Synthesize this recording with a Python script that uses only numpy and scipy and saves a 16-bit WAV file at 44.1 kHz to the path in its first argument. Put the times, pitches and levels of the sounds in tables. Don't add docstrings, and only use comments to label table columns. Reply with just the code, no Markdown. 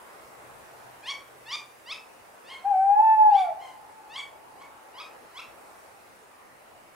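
import sys
import numpy as np
from scipy import signal
from scipy.fft import rfft, irfft
from scipy.io import wavfile
from scipy.ndimage import uniform_filter1d

SR = 44100
rng = np.random.default_rng(int(sys.argv[2]) if len(sys.argv) > 2 else 0)


def to_wav(sig):
    pcm = np.clip(np.atleast_2d(sig), -1, 1) * 32767
    pcm = np.round(pcm).astype(np.int16)
    wavfile.write(sys.argv[1], SR, pcm.T)


N = 306495


def amp(db):
    return 10 ** (np.asarray(db) / 20)


def unit_rms(x):
    return x / np.sqrt(np.mean(x ** 2) + 1e-20)


def at_hz(points, hz):
    f, value = np.transpose(points)
    return np.interp(np.log(hz + 1), np.log(f), value)


def at_time(points, t):
    return np.interp(t, *np.transpose(points))


def wobble(n, hz):
    f = np.fft.rfftfreq(SR * 2, 1 / SR)
    return unit_rms(irfft(rfft(rng.standard_normal(SR * 2)) * np.exp(-(f / hz) ** 2)))[:n]


def add(mix, start_s, sound):
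    part = mix[..., round(start_s * SR):][..., :sound.shape[-1]]
    part += sound[..., :part.shape[-1]]


def reverberation(x, t60, onset_s, coherence, colour=((100, 0), (10000, 0))):
    left, other = rng.standard_normal((2, 3 * SR))
    right = coherence * left + np.sqrt(1 - coherence ** 2) * other
    hz, t, spectra = signal.stft([left, right], SR, nperseg=256)
    envelope = amp(-60 * t / at_hz(t60, hz)[:, None]) * (1 - np.exp(-(t / onset_s) ** 3))
    energy = (envelope ** 2).sum(1, keepdims=True) * t[1] * SR
    envelope *= amp(at_hz(colour, hz))[:, None] / np.sqrt(energy)
    response = signal.istft(spectra * envelope, SR, nperseg=256)[1]
    return signal.fftconvolve(x[None], response, axes=1)[:, :N]


def night_air(level_db=-50.5, patchy_db=1.45, crossover_hz=2500):
    spectrum = [(20, -18.5), (30, -18.5), (50, -15), (68, -10.5), (100, -8.5), (150, -11.5), (250, -7.5),
                (500, -1), (850, 1), (1500, -5.5), (2600, -12), (3300, -19), (6500, -21.5), (8300, -20.5),
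                (8900, -19), (9500, -20), (10800, -20.5), (12500, -24), (15700, -24)]
    ear_coherence = [(50, .1), (200, 0.31), (450, .35), (900, 0), (2500, 0), (9000, 0.27), (15000, 0)]
    balance = [(60, 2.0), (180, 1.5), (550, 1.6), (1300, -1.5), (4970, 0.0), (15000, -1.2)]
    wash_swell = [(0, 1), (.7, 1.5), (1.7, -3), (2.4, 0.14), (4, -1.4), (5.3, 0.24), (6.2, -2),
                  (6.95, -1.5)]
    hiss_swell = [(0, 2), (.7, 1.5), (2.4, -0.54), (4.7, -2.1), (5.7, 1), (6.3, -2), (6.95, -2.5)]
    t = np.arange(N // 512 + 5)[:, None] * 512 / SR
    hz = np.fft.rfftfreq(2048, 1 / SR)
    a, b, c, d, patches = rng.standard_normal((5, len(t), len(hz)))
    coherence = at_hz(ear_coherence, hz)
    left = a + 1j * b
    right = coherence * left + np.sqrt(1 - coherence ** 2) * (c + 1j * d)
    hiss_share = hz ** 2 / (hz ** 2 + crossover_hz ** 2)
    swell_db = at_time(wash_swell, t) * (1 - hiss_share) + at_time(hiss_swell, t) * hiss_share
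    patches = unit_rms(uniform_filter1d(uniform_filter1d(patches, size=10, axis=0), size=16, axis=1))
    spectra = np.array([left, right]) * amp(at_hz(spectrum, hz) + swell_db + patchy_db * patches)
    spectra *= amp(np.array([.5, -.5])[:, None, None] * at_hz(balance, hz))
    noise = signal.istft(spectra.transpose(0, 2, 1), nperseg=2048, noverlap=1536)[1]
    return amp(level_db) * unit_rms(noise[:, :N])


def engine_drone(pitch_hz=126):
    swell = [(.2, -90), (.4, -68), (.7, -75), (.88, -64.5), (1.1, -80), (1.35, -68.5), (1.7, -75),
             (1.95, -90)]
    t = np.arange(N) / SR
    return np.sqrt(2) * amp(at_time(swell, t)) * np.sin(2 * np.pi * pitch_hz * t)


def voice_break(progress, break_at, pitch_jump=.2, lead_in_db=-22, crescendo_db=20, jump_db=2):
    broken = .5 + .5 * np.tanh((progress - break_at) / .146)
    broken /= broken.max()
    climb = (1 - pitch_jump) * progress ** 1.3 + pitch_jump * broken
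    effort_db = lead_in_db + crescendo_db * progress + jump_db * broken
    harsh_burst = np.exp(-((progress - break_at) / .066) ** 2)
    return climb, effort_db, np.maximum(harsh_burst, .44 * broken)


def vocal_tract(hz, climb, beak_db, upper_db):
    throat = [(750, 0.5), (1100, 5), (1700, 0.5), (2300, 2.5), (2700, 5.5), (3500, -2), (4100, -4),
              (4900, 2), (5800, -8.5), (7000, -17.5), (8500, -19), (11000, -30.5), (15500, -50.5)]
    beak = beak_db * climb ** .16 * np.exp(-((hz - 3370) / 394) ** 2)
    upper = upper_db * climb * np.exp(-((hz - 5000) / 710) ** 2)
    return at_hz(throat, hz) + beak + upper


def yelp(rise_s, fall_s, start_hz, top_hz, end_hz, level_db, rasp, break_at,
         fundamental_db, beak_db, upper_db):
    t = np.arange(0, rise_s + fall_s, 1 / SR)
    n, harmonic = len(t), np.arange(1, 14)[:, None]
    climb, effort_db, harshness = voice_break(np.minimum(t / rise_s, 1), break_at)
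    falling = np.maximum((t - rise_s) / fall_s, 0) ** 2
    pitch_hz = start_hz + (top_hz - start_hz) * climb + (end_hz - top_hz) * falling
    phase = 2 * np.pi * np.cumsum(pitch_hz * (1 + .013 * climb * wobble(n, 130))) / SR
    partial_hz = harmonic * pitch_hz
    bright_db = .25 * (level_db + 38) + 22 * np.log2(top_hz / 1190)
    tract_db = vocal_tract(partial_hz, climb, beak_db + bright_db, upper_db + bright_db)
    source_db = -6.5 * (1 - climb) ** 5 * np.log2(partial_hz / 2100)
    source_db += (harmonic == 1) * (fundamental_db - 18 * np.maximum(np.log2(pitch_hz / 1070), 0))
    flutter_db = 1.7 * np.sqrt(harmonic) * wobble(13 * n, 70).reshape(13, -1)
    gains = amp(source_db + tract_db + flutter_db)
    unsteady = rasp * (harshness + .5 * falling)
    phase += amp(-3) * unsteady * wobble(n, 500)
    shifts = rng.uniform(0, 2 * np.pi, harmonic.shape)
    voice = (gains * np.exp(1j * (harmonic * phase + shifts))).sum(0)
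    voice *= 1 + unsteady * wobble(n, 600)
    voice /= np.sqrt((gains[:, climb > .7] ** 2).sum(0).mean() / 2)
    gate = np.minimum(t / .017, 1) * signal.windows.tukey(n, .1)
    return voice * amp(level_db + effort_db - 12 * falling) * gate


def female_yelps(move_s=4.4):
    # top_s, rise_s, fall_s, start_hz, top_hz, end_hz, level_db, rasp_share, break_share_of_rise
    calls = [ (1.109, .088, .021, 780, 1158, 970, -30, .26, 0.57),
             (1.545, .094, .019, 838, 1208, 1136, -29.5, 0.25, 0.69),
             (1.926, 0.079, .015, 864, 1315, 1250, -33, .28, 0.9),
             (2.522, 0.1, 0.04, 808, 1087, 1006, -42.5, .29, .72),
             (3.381, .1, .048, 812, 1173, 1037, -40, 0.43, 0.68),
             (3.623, 0.064, .082, 909, 1050, 948, -52.5, 0.16, 0.76),
             (4.182, .096, 0.0351, 831.4, 1145, 1015, -34, 0.18, .77),
             (4.619, 0.057, 0.0154, 922, 1133, 1060, -47.5, 0.6, 0.91),
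             (5.011, .083, 0.019, 905, 1278, 1190, -40.5, 0.32, 0.87),
             (5.402, 0.074, 0.0091, 904, 1362, 1320, -38.5, 0.43, 0.79)]
    # left_lag_rad, fundamental_db, beak_db, upper_db
    perches = [(.28, -3.5, 8.3, -4), (.98, 4.5, 5.6, -4.5)]
    direct, sent = np.zeros((2, N)), np.zeros(N)
    for top_s, rise_s, fall_s, *pitches, level_db, rasp, break_at in calls:
        lag_rad, *colour = perches[int(top_s > move_s)]
        call = yelp(rise_s, fall_s, *pitches, level_db, rasp, break_at, *colour)
        add(direct, top_s - rise_s, (call * np.exp(-1j * np.array([[lag_rad], [0]]))).real)
        away_db = -.3642 * (level_db + 38)
        add(sent, top_s - rise_s, amp(away_db) * call.real)
    return direct, sent


def garden_scatter(x):
    colour = [(800, 11), (1200, -6.5), (2300, 2.5), (3400, -6), (5000, -4.5), (10000, 3)]
    decay = [(800, 0.53), (2300, 0.32), (5000, 0.29), (12000, .25)]
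    return reverberation(x, decay, onset_s=.019, coherence=.8, colour=colour)


def house_echo(x, delay_s=.05, spread_s=.009, cutoff_hz=3900):
    t = np.arange(SR // 8) / SR
    common, per_ear = rng.standard_normal(len(t)), rng.standard_normal((2, len(t)))
    response = (common + .5 * per_ear) * np.exp(-((t - delay_s) / spread_s) ** 2)
    response /= np.linalg.norm(response[0])
    response = signal.sosfilt(signal.butter(2, cutoff_hz, fs=SR, output="sos"), response)
    return signal.fftconvolve(x[None], response, axes=1)[:, :N]


def far_echoes(x):
    decay = [(800, 10), (1300, 2.5), (3000, 1.2), (10000, .5)]
    return reverberation(x, decay, onset_s=.19, coherence=.16)


def male_hoot(level_db=-14, peak_s=3.145, swell_db=12, sink_db=22, attack_s=.022, release_s=.03):
    contour = [(2.635, 752.5), (2.685, 830.3), (2.755, 749.5), (2.89, 798.3), (3.03, 879.2), (3.12, 878.8),
               (3.27, 848.2), (3.41, 760.3), (3.53, 627.4)]
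    overtones = [(-38.5, 8.5), (-46, 5), (-60.5, 6)]
    start_s, end_s = contour[0][0], contour[-1][0]
    t = np.arange(start_s, end_s, 1 / SR)
    pitch_hz = at_time(contour, t) * (1 + .00071 * wobble(len(t), 120))
    phase = 2 * np.pi * np.cumsum(pitch_hz) / SR
    before_peak = np.maximum((peak_s - t) / (peak_s - start_s), 0)
    after_peak = np.maximum((t - peak_s) / (end_s - peak_s), 0)
    effort_db = -swell_db * before_peak - sink_db * after_peak ** 2
    press = np.exp(-((t - 3.095) / .06) ** 2)
    husk = amp(-46) * wobble(len(t), 300) * np.cos(phase)
    tone = amp(effort_db) * (np.sin(phase) + husk)
    for harmonic, (relative_db, boost_db) in enumerate(overtones, start=2):
        tone += amp(relative_db + .24 * effort_db + boost_db * press) * np.sin(harmonic * phase)
    gate = np.minimum((t - start_s) / attack_s, 1) ** 2 * np.minimum((end_s - t) / release_s, 1)
    hoot = np.zeros(N)
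    add(hoot, start_s, np.sqrt(2) * amp(level_db) * tone * gate)
    return hoot


def wall_interference(x, left_lag_s=.000115):
    reflections = [(.00343, .32, .00051), (.00656, .45, -.00005), (.01495, .2, -.00011),
                   (.02015, .29, .00013), (.02347, .43, .00019), (.04603, .15, -.00025),
                   (.05304, .31, .00023), (.06276, .18, -.00003), (.07486, .1, .00008),
                   (.1491, .12, .00025)]
    omega = 2 * np.pi * np.fft.rfftfreq(N, 1 / SR)
    ears = np.array([[.5], [-.5]])
    direct = np.exp(-1j * omega * np.array([[left_lag_s], [0]]))
    echoes = sum(gain * np.exp(-1j * omega * (delay + ears * lag)) for delay, gain, lag in reflections)
    return irfft(rfft(x) * (direct + echoes), N)


def scene():
    male = male_hoot()
    female, sent = female_yelps()
    hoot_tail = reverberation(male, t60=[(800, .72), (3000, .5)], onset_s=.17, coherence=.1)
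    hooting = wall_interference(male) + amp(-19) * hoot_tail
    yelping = female + amp(-12.5) * house_echo(female.mean(0)) + garden_scatter(sent)
    far = far_echoes(amp(-30.5) * male + amp(-34) * sent)
    return night_air() + engine_drone() + yelping + far + hooting


def record(dry):
    lowpass = signal.firwin(511, cutoff=15800, window=("kaiser", 9), fs=SR)
    return signal.oaconvolve(dry, lowpass[None], "same")


dry = scene()
out = record(dry)
to_wav(out)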